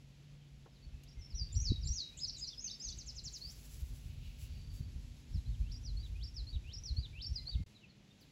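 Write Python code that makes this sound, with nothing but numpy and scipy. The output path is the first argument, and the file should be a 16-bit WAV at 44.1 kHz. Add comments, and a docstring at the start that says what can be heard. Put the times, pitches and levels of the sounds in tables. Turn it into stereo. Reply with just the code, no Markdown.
"""A summer meadow, heard from a phone held at a house door. One small bird whistles a fast phrase of
swoops and a trill, another repeats a rise-fall-arch tune, and more call from the trees; the wall and the
leaves echo them. Light wind and handling bump the microphone, and a fawn swishes out of the tall grass.
A distant engine hums under the soft hush of open air."""
import sys
import numpy as np
from scipy import signal
from scipy.fft import rfft, irfft, next_fast_len
from scipy.io import wavfile
from scipy.ndimage import uniform_filter1d

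SR = 44100
rng = np.random.default_rng(int(sys.argv[2]) if len(sys.argv) > 2 else 0)


def digitize_waveform(pressure):
    """Quantize a signal to 16-bit integers and store it at the path in sys.argv[1].

    Rows of a 2-D input are taken as channels; values are limited to [-1, 1].
    """
    field = np.atleast_2d(pressure).T
    bounded = np.clip(field, -1, 1)
    quanta = np.round(bounded * 32767).astype(np.int16)
    wavfile.write(sys.argv[1], SR, quanta)


N = 366471
TIME = np.arange(N) / SR


def undb(db):
    """Turn decibels into a number to multiply a sound by."""
    return 10 ** (np.asarray(db) / 20)


def curve(rows, t=TIME):
    """Join a table's rows with straight lines in time; gives one curve for each column after the first."""
    seconds, *columns = np.transpose(rows)
    return [np.interp(t, seconds, column) for column in columns]


def unit(x):
    """Scale a sound to an average power of 1."""
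    return x / np.sqrt(np.mean(x ** 2) + 1e-18)


def add(out, start_s, sound):
    """Mix a sound in at the given time."""
    i = max(int(start_s * SR), 0)
    out[..., i:i + sound.shape[-1]] += sound[..., :max(N - i, 0)]


def wander(rate):
    """A smooth random wobble of typical size 1 that turns about `rate` times a second."""
    hold = max(int(SR / rate), 1)
    steps = np.repeat(rng.standard_normal(N // hold + 1), hold)
    return unit(uniform_filter1d(steps, hold)[:N])


def colour(x, points):
    """Set the balance of low and high tones from (Hz, dB) points, at an average power of 1."""
    hz, db = np.transpose(points)
    size = next_fast_len(N)
    f = np.fft.rfftfreq(size, 1 / SR) + 1
    gain = undb(np.interp(np.log(f), np.log(hz), db))
    return unit(irfft(rfft(x, size) * gain, size)[..., :N])


def two_mics(pair, apart_hz):
    """Two microphones close together hear low tones alike, but differ above apart_hz."""
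    side = signal.sosfilt(signal.butter(1, apart_hz, "high", fs=SR, output="sos"), pair[1])
    return pair[0] + np.array([side, -side])


def swell(peak_s, db, rise_s, fall_s):
    """The power of a sound that grows to a peak and dies away."""
    t = TIME - peak_s
    width_s = np.where(t < 0, rise_s, fall_s)
    return undb(db) ** 2 * np.exp(-np.minimum((t / width_s) ** 2, 50))


def swing(hz, cycles):
    """A brief push and pull of air, in the middle of a quarter of a second."""
    t = np.arange(-SR // 8, SR // 8) / SR
    return np.exp(-(t * hz / cycles) ** 2) * np.cos(2 * np.pi * (hz * t + rng.random()))


def air():
    """The soft hush of open country, swelling slowly."""
    # Each row: time in seconds, level in dB.
    levels = [(0, -64.5), (1.5, -63.5), (3.7, -62.5), (5.5, -63), (7.5, -63), (8.31, -63)]
    # Each row: frequency in Hz, relative strength in dB.
    tone = [(20, -21), (45, -11.5), (120, 5), (220, 0), (330, -7), (600, -14), (1200, -22.5), (1700, -20.5),
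            (2500, -16), (3500, -17.5), (7000, -28), (10000, -45), (15500, -49)]
    hush = colour(two_mics(rng.standard_normal((2, N)), apart_hz=640), tone)
    return hush * undb(curve(levels)[0] + 0.5 * wander(5))


def engine(waver, mic_phase):
    """A far engine's hum and fainter drones waver, fade and reach the two microphones out of step."""
    # The main hum. Each row: time in seconds, level in dB, pitch in Hz.
    hum = [(0, -56.5, 137.1), (.35, -55, 144.3), (.6, -61.5, 138.7), (1.1, -58.5, 139), (2.1, -67, 140.5),
           (3.3, -63, 139.3), (4.4, -55.5, 139), (5.2, -64.5, 140.4), (6, -82, 143.4), (7.1, -58.5, 141.9),
           (7.63, -60, 140.9)]
    # Each row: start and end in seconds, pitch in Hz, level in dB.
    drones = [(0, 7.6, 246.4, -77.5), (3.6, 6, 241.3, -70), (4.599, 6.6, 282.8, -75),
              (7.66, 8.2, 200.5, -68.5)]
    hum_db, hum_hz = curve(hum)
    tones = [(hum_hz, hum_db, TIME < hum[-1][0], mic_phase)]
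    for start, end, hz, db in drones:
        on = np.clip(np.minimum(TIME - start, end - TIME) / 0.044, 0, 1)
        tones.append((hz, db, on, mic_phase / 2))
    out = 0
    for hz, db, on, shift in tones:
        phase = 2 * np.pi * np.cumsum(hz * (1 + waver * wander(22))) / SR
        loudness = np.sqrt(2) * on * undb(db + 1.5 * wander(8))
        out = out + loudness * np.sin([phase + shift, phase - shift])
    return out


def ticks():
    """Small knocks and ticks: bursts of noise, dull or bright, that die away fast."""
    # Each row: start in seconds, level in dB, centre and width of the band in Hz, fade time in seconds.
    knocks = [(0.658, -56, 400, 600, 0.015), (1.035, -58, 7000, 12000, 0.0066),
              (7.483, -58, 760, 796, 0.0075), (8.209, -69, 11100, 8000, 0.029)]
    out, t = np.zeros(N), np.arange(SR // 8) / SR
    for start, db, hz, width, fade_s in knocks:
        low = np.hypot(hz, width / 2) - width / 2
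        band = signal.butter(2, [low, min(low + width, .45 * SR)], "band", fs=SR, output="sos")
        burst = unit(signal.sosfilt(band, rng.standard_normal(len(t))))
        onset = 1 - np.exp(-t * hz * 2)
        add(out, start, undb(db) * burst * onset * np.exp(-t / fade_s))
    return out


def leaves(gain_db):
    """Leaves and grass stir all round in a steady rustle."""
    # Each row: time in seconds, relative level in dB.
    levels = [(0, -82.5), (1.1, -82.5), (2.3, -77.5), (3, -77.5), (5.7, -75.5), (6.5, -78), (7.7, -78),
              (7.88, -88), (8.31, -82)]
    # Each row: frequency in Hz, relative strength in dB.
    tone = [(600, -3), (1500, -0.5), (2500, 2), (4000, 7.5), (7000, 4), (11000, 0.5), (15500, -11)]
    rustle = colour(two_mics(rng.standard_normal((2, N)), apart_hz=1500), tone)
    return rustle * undb(curve(levels)[0] + gain_db + wander(27))


def fawn_in_grass(gain_db, crackle, snaps_per_s, snap_range_db, flicker_db):
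    """A fawn pushes through tall grass: blades slide in a bright hiss and snap free in tiny clicks."""
    # Each row: peak time in seconds, relative level in dB, rise and fall times in seconds.
    swishes = [(3.5, -69, 0.12, 0.058), (3.65, -67, 0.097, 0.15), (3.82, -72.5, 0.079, 0.2),
               (4.435, -64.5, 0.029, 0.021), (4.77, -75, 0.043, 0.044), (6.06, -82, 0.021, 0.021)]
    # Each row: frequency in Hz, relative strength in dB.
    tone = [(600, -12), (1500, -6.5), (2500, -1.5), (4000, 0.5), (7000, 4.5), (11000, 5), (15500, 1)]
    snapping = rng.random(N) < snaps_per_s / SR
    snap_sizes = snapping * undb(snap_range_db * np.minimum(rng.exponential(size=N), 3))
    hiss = rng.standard_normal((2, N))
    clicks = unit(snap_sizes * rng.standard_normal((2, N)))
    blades = colour(two_mics(hiss + crackle * clicks, apart_hz=1500), tone)
    movement = np.sqrt(sum(swell(*row) for row in swishes))
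    return blades * movement * undb(gain_db + flicker_db * wander(45))


def wind(breeze_db, gusty_db, buffet_db, cycles, eddy_db, eddy_ratio):
    """Wind rumbles on the microphones; each buffet is a slow swing with faster, weaker swirls (eddies)."""
    # The breeze between buffets. Each row: time in seconds, relative level in dB.
    levels = [(0, -58.5), (.8, -60.5), (1.9, -38), (2.04, -67), (2.22, -51.5), (2.65, -59.5), (2.93, -48.5),
              (3.6, -50), (4.85, -39.5), (5.25, -50.5), (5.45, -38), (6.3, -43.5), (6.7, -47), (7.5, -49),
              (7.68, -70.5), (8.31, -71)]
    # Each row: frequency in Hz, relative strength in dB.
    tone = [(18, -45.5), (30, -8), (50, 6.5), (75, -0.5), (110, -4.5), (170, -18.5), (260, -33), (420, -55),
            (900, -82)]
    # The strongest puffs. Each row: peak time in seconds, relative level in dB, lowest pitch in Hz.
    buffets = [ (.872, -47.5, 63.6), (.946, -45, 58.6), (1.19, -40.5, 51.7), (1.351, -38.5, 56.5),
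               (1.419, -35.5, 74), (1.566, -29.5, 69.5), (1.627, -35, 61), (1.706, -26.5, 78),
               (1.865, -32.5, 69.4), (1.906, -30, 62.5), (3.268, -47, 125), (3.834, -37, 60.4),
               (4.066, -40, 59), (4.808, -35.5, 103), (4.963, -36.5, 58), (5.358, -28.5, 79.4),
               (5.489, -36, 64.4), (5.616, -34, 74), (6.564, -32, 66), (6.924, -32.5, 54.6),
               (6.99, -30.5, 72.6), (7.323, -35, 68), (7.559, -30.5, 74.8), (7.602, -37, 134),
               (7.62, -36.5, 74)]
    gusts = np.minimum(wander(20), 0.7)  # the breeze sinks freely but rises only a little
    breeze = undb(curve(levels)[0] + breeze_db + gusty_db * gusts)
    # Each buffet also stirs up the rumble around it.
    stirred = sum(swell(peak_s, db - 8.5, rise_s=0.025, fall_s=0.03) for peak_s, db, _ in buffets)
    rumble = colour(two_mics(rng.standard_normal((2, N)), apart_hz=190), tone)
    out = rumble * np.sqrt(breeze ** 2 + stirred)
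    for peak_s, db, hz in buffets:
        eddies = sum(undb(k * eddy_db) * swing(hz * eddy_ratio ** k, cycles * (1 + k / 2))
                     for k in range(3))
        add(out, peak_s - 1 / 8, undb(db + buffet_db) * eddies)
    return out


def handling_thump(peak_s, db, hz):
    """The hand bumps the phone with one dull thump."""
    out = np.zeros(N)
    add(out, peak_s - 1 / 8, undb(db) * swing(hz, cycles=0.31))
    return out


def tree_line_birds(trill_hz, pulse_db):
    """Two songs from the tree line, blurred by distance into a soft chatter and a thin trill."""
    # Each point: frequency in Hz, relative strength in dB.
    chatter_tone = [(1500, -38), (2300, -5), (2800, 0.5), (3300, -7), (4300, -7), (6000, -18)]
    trill_tone = [(4000, -48), (4450, -7), (4600, 8), (4780, -12), (5300, -52)]
    # Each point: time in seconds, level in dB.
    chatter_db, = curve([(0, -99.5), (1.5, -77), (3.9, -79), (4.12, -69.5), (4.35, -67),
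                         (4.55, -66.5), (4.9, -100)])
    trill_db, = curve([(4.3, -100), (4.5, -74), (4.76, -69), (4.86, -77), (5.1, -100)])
    chatter = colour(rng.standard_normal(N), chatter_tone)
    trill = colour(rng.standard_normal(N), trill_tone)
    pulses_db = pulse_db * np.sin(2 * np.pi * trill_hz * TIME)
    return chatter * undb(chatter_db + 2.2 * wander(25)) + trill * undb(trill_db + pulses_db)


def meadow_echo(song, echo_share, scatter_db, tail_db, spread):
    """Hard echoes and quick scatter around the door, then a thin tail from leaves and stalks."""
    # Echoes from door, wall and ground. Each row: delay in seconds, relative strength.
    echoes = [(.0028, 0.43), (.0048, 0.29), (.0081, 0.63), (.011, .5), (.059, 0.047)]
    scatter_s, tail_s = 0.011, 0.34  # the tail fades by 60 dB in tail_s
    t = np.arange(SR) / SR
    scatter_fade = np.exp(-t / scatter_s)
    early = undb(scatter_db) * unit(rng.standard_normal(SR) * scatter_fade) / np.sqrt(SR)
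    early[0] += 1  # the sound that comes straight from the bird
    for delay_s, strength in echoes:
        early[int(delay_s * SR)] += strength * echo_share
    mid, side = rng.standard_normal((2, SR)) * undb(-60 * t / tail_s) * (1 - scatter_fade)
    tail = np.array([mid + spread * side, mid - spread * side]) / np.linalg.norm(mid)
    response = early / np.linalg.norm(early) + tail * undb(tail_db)
    return signal.fftconvolve(song[None], response, axes=1)[:, :N]


def single_notes(song):
    """Unfold the figures of a song (short groups that a bird repeats) into single notes."""
    # Each row of a figure: delay in seconds before stretching, note or figure name, level change in dB.
    figures = { "cascade": [(0, "lisp", -1.5), (.03, "swoop", -0.5), (.178, "whistle", -2.5)],
               "stutter": [(0, "flick", -4.5), (.014, "flick", 1.5), (.029, "flick", 2.5),
               (.031, "hook", 3.5), (.096, "chip", 0)], "answer": [(0, "fall", -2), (.128, "arch", -4.5),
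               (.189, "drop", 4)], "motif": [(0, "rise", -2), (.2, "answer", 5)], }
    for start, name, db, pitch, stretch in song:
        if name in figures:
            yield from single_notes([(start + delay * stretch, part, db + part_db, pitch, stretch)
                                     for delay, part, part_db in figures[name]])
        else:
            yield start, name, db, pitch, stretch


def bird(song, waver, flutter_db, overtone_db, throat_hz, off_throat_db):
    """A bird's voice box makes a gliding, trembling whistle, loudest near the pitch its throat rings at."""
    # Each note, before the song shifts and stretches it: fade-in and fade-out in seconds,
    # then its pitch path as points of time in seconds and pitch in Hz.
    shapes = { "step": (0.086, 0.043, [(0, 5800), (.02, 6000), (.04, 5230), (.06, 5330), (.105, 5324)]),
              "slur": (0.035, 0.0058, [(0, 5570), (.032, 6120), (.045, 5460), (.066, 4850), (.102, 4704)]),
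              "lisp": (0.019, 0.011, [(0, 6700), (.009, 7160), (.026, 7350), (.052, 7370)]),
              "swoop": (.014, 0.012, [(0, 3710), (.006, 5400), (.014, 5790), (.054, 5695), (.076, 6740),
              (.087, 6650), (.1, 5700), (.125, 4680), (.153, 4040)]), "whistle": (0.0049, .06, [(0, 3958),
              (.025, 3880), (.085, 3830)]), "flick": (0.00081, 0.0027, [(0, 8100), (.004, 7240),
              (.011, 6150)]), "hook": (0.059, 0.0054, [(0, 4800), (.025, 5025), (.039, 5030), (.046, 4800),
              (.054, 3720)]), "chip": (.018, 0.006, [(0, 6060), (.011, 5930), (.021, 5390), (.029, 4950),
              (.035, 3540)]), "dome": (0.036, .006, [(0, 4940), (.022, 5180), (.029, 5860), (.039, 6500),
              (.058, 6620), (.078, 6170), (.097, 5820), (.105, 4610), (.112, 4100)]),
              "low": (0.013, 0.0098, [(0, 3340), (.02, 4010), (.032, 4000), (.038, 3380)]),
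              "slash": (0.0063, 0.015, [(0, 7880), (.01, 7240), (.026, 5690), (.037, 5170), (.047, 4250),
              (.055, 3800)]), "flourish": (.012, 0.075, [(0, 4130), (.03, 4640), (.048, 4675), (.082, 5250),
              (.099, 5660), (.118, 7440), (.14, 7900)]), "rise": (0.0021, 0.014, [(0, 2300), (.05, 2729),
              (.072, 3150), (.088, 4000), (.102, 5580), (.116, 4850), (.127, 4550), (.138, 5440),
              (.157, 5540)]), "fall": (0.036, 0.044, [(0, 5720), (.012, 5830), (.022, 5650), (.034, 5000),
              (.047, 4450), (.06, 4080), (.085, 3810)]), "arch": (0.012, 0.039, [(0, 4220), (.016, 4230),
              (.032, 4534), (.048, 4660), (.058, 4400)]), "drop": (0.09, 0.03, [(0, 3806), (.021, 3900),
              (.03, 3646), (.036, 3270), (.045, 2520)]), "peep": (0.0075, 0.014, [(0, 3990), (.008, 3765),
              (.02, 3650), (.035, 3240)]), }
    edge_db = 15  # how much quieter a note is at its two ends
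    out, tremble, flutter = np.zeros(N), wander(350), wander(160)
    for start, name, db, pitch, stretch in single_notes(song):
        fade_in, fade_out, glide = shapes[name]
        t = np.arange(int(glide[-1][0] * stretch * SR)) / SR
        hz = pitch * curve(glide, t / stretch)[0]
        here = int(start * SR) + np.arange(len(t))
        phase = 2 * np.pi * np.cumsum(hz * (1 + waver * tremble.take(here, mode="clip"))) / SR
        opening = np.clip(np.minimum(t / fade_in, (t[-1] - t) / fade_out) / stretch, 0, 1)
        level_db = db - edge_db * (1 - opening) ** 2 - off_throat_db * np.log2(hz / throat_hz) ** 2
        soft_ends = np.clip(np.minimum(t, t[-1] - t) / .001, 0, 1)  # keeps the note from clicking
        loudness = soft_ends * undb(level_db + flutter_db * flutter.take(here, mode="clip"))
        add(out, start, loudness * (np.sin(phase) + undb(overtone_db) * np.sin(2 * phase)))
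    return out


def trill_notes(count, start_s, every_s, db, rise_db, sag):
    """One quick downward note repeated evenly, each time a little louder and lower."""
    return [(start_s + k * every_s, "slash", db + k * rise_db, 1 - k * sag, 1) for k in range(count)]


def songbirds():
    """Stray calls from the trees, a bird repeating its tune and a near bird warbling, all with echoes."""
    # Each row: start in seconds, note or figure name, relative level in dB, pitch factor, length factor.
    stray_calls = [(.41, "peep", -71, .84, 1), (.92, "whistle", -76, .67, 1.5),
                   (1.16, "whistle", -70, 0.54, 1.5), (7.38, "whistle", -66.5, .53, 0.86),
                   (7.565, "whistle", -66, .55, 1.1), (7.746, "peep", -61, 1.07, 1.2),
                   (7.808, "peep", -63, 0.8, .9), (7.834, "peep", -60.5, 0.72, .7),
                   (7.888, "peep", -64.5, 1.17, 0.86), (8.102, "lisp", -62.5, 0.49, 0.4),
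                   (8.185, "slash", -63.5, 0.86, 1.07)]
    repeated_tune = [ (.712, "fall", -69.5, 0.92, 1.12), (.822, "whistle", -63, 1.15, 0.58),
                     (.992, "rise", -63.5, 1.03, 0.95), (1.28, "answer", -58.5, 0.96, 1.11),
                     (1.578, "rise", -56.5, 0.89, 1.03), (1.806, "answer", -53.5, .98, 0.9),
                     (2.108, "motif", -50, 0.95, 1.02), (2.618, "rise", -51, 0.97, 0.95),
                     (2.818, "fall", -51, 0.89, 1.2), (5.322, "answer", -59, 0.96, 1.02),
                     (5.62, "motif", -54, 1.02, 1.05), (6.141, "motif", -51, 1, 0.99),
                     (6.638, "motif", -45.5, 1.025, 0.99), (7.13, "rise", -41.5, 0.99, 0.962),
                     (7.328, "answer", -39.5, 1, .99)]  # two runs, each growing louder
    near_phrase = [ (1.185, "step", -50.5, 1.004, 0.88), (1.338, "slur", -44, 0.98, 1),
                   (1.52, "cascade", -39.5, 1.003, 0.98), (1.843, "cascade", -38.5, 1, 0.95),
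                   (2.17, "stutter", -39.5, 1.02, 1), (2.365, "stutter", -40.5, 1, 1),
                   (2.575, "dome", -40, 1.016, 0.99), (2.692, "low", -45, 1.006, 0.88),
                   (2.792, "lisp", -47, 1, 0.47), (2.793, "dome", -40.5, 0.99, 0.93),
                   (2.887, "slash", -49.5, 1.04, 0.92), (2.91, "low", -51, 0.97, 0.74),
                   (3.405, "flourish", -46.5, 0.98, 0.97)]
    trill = trill_notes(count=5, start_s=2.97, every_s=0.0881, db=-46.5, rise_db=0.73, sag=0.0042)
    warble = bird(near_phrase + trill, waver=0.0052, flutter_db=3, overtone_db=-40.5,
                  throat_hz=4580, off_throat_db=21)
    tune = bird(repeated_tune, waver=0.01, flutter_db=4, overtone_db=-61,
                throat_hz=5590, off_throat_db=12.5)
    calls = bird(stray_calls, waver=0.012, flutter_db=1, overtone_db=-54, throat_hz=3220, off_throat_db=9)
    near = meadow_echo(warble, echo_share=0.71, scatter_db=-11, tail_db=-9, spread=0.6)
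    further = meadow_echo(tune, echo_share=0.51, scatter_db=-18.5, tail_db=-11.5, spread=0.74)
    trees = meadow_echo(calls, echo_share=0.25, scatter_db=-3, tail_db=-8.5, spread=0.2)
    return near + further + trees


def scene():
    """Birds in the meadow over wind, grass and a distant hum."""
    return (songbirds()
            + wind(breeze_db=-3, gusty_db=4.5, buffet_db=4, cycles=0.69, eddy_db=-14.5, eddy_ratio=1.86)
            + handling_thump(peak_s=1.72, db=-21.5, hz=177)
            + fawn_in_grass(gain_db=9.5, crackle=0.52, snaps_per_s=700, snap_range_db=2.5, flicker_db=2.4)
            + leaves(gain_db=9)
            + tree_line_birds(trill_hz=17, pulse_db=3)
            + air()
            + ticks()
            + engine(waver=0.0082, mic_phase=0.75))


def record(dry):
    """The phone reshapes left and right and cuts the highest treble; the level dips once, briefly."""
    # The dip. 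Each row: time in seconds, level change in dB.
    dip = [(7.636, 0), (7.642, -35), (7.659, -35), (7.664, 0)]
    merge_hz, top_hz = 1780, 15750
    turn_from_hz, full_turn_hz, knee_hz = 6950, 4300, 300
    size = next_fast_len(N)
    f = np.fft.rfftfreq(size, 1 / SR)
    left, right = rfft(dry, size)
    mid = (left + right) / 2
    side = (left - right) / 2 / np.hypot(1, (f / merge_hz) ** 3)  # left and right merge in the treble
    # Higher still, they turn steadily out of step as the frequency rises.
    above_hz = knee_hz * np.logaddexp(0, (f - turn_from_hz) / knee_hz)
    turn = np.exp(1j * np.pi * above_hz / full_turn_hz)
    stereo = irfft(np.array([(mid + side) / turn, (mid - side) * turn]), size)[:, :N]
    treble_cut = signal.ellip(10, .2, 70, top_hz, fs=SR, output="sos")
    return signal.sosfilt(treble_cut, stereo * undb(curve(dip)[0]))


dry = scene()
out = record(dry)
digitize_waveform(out)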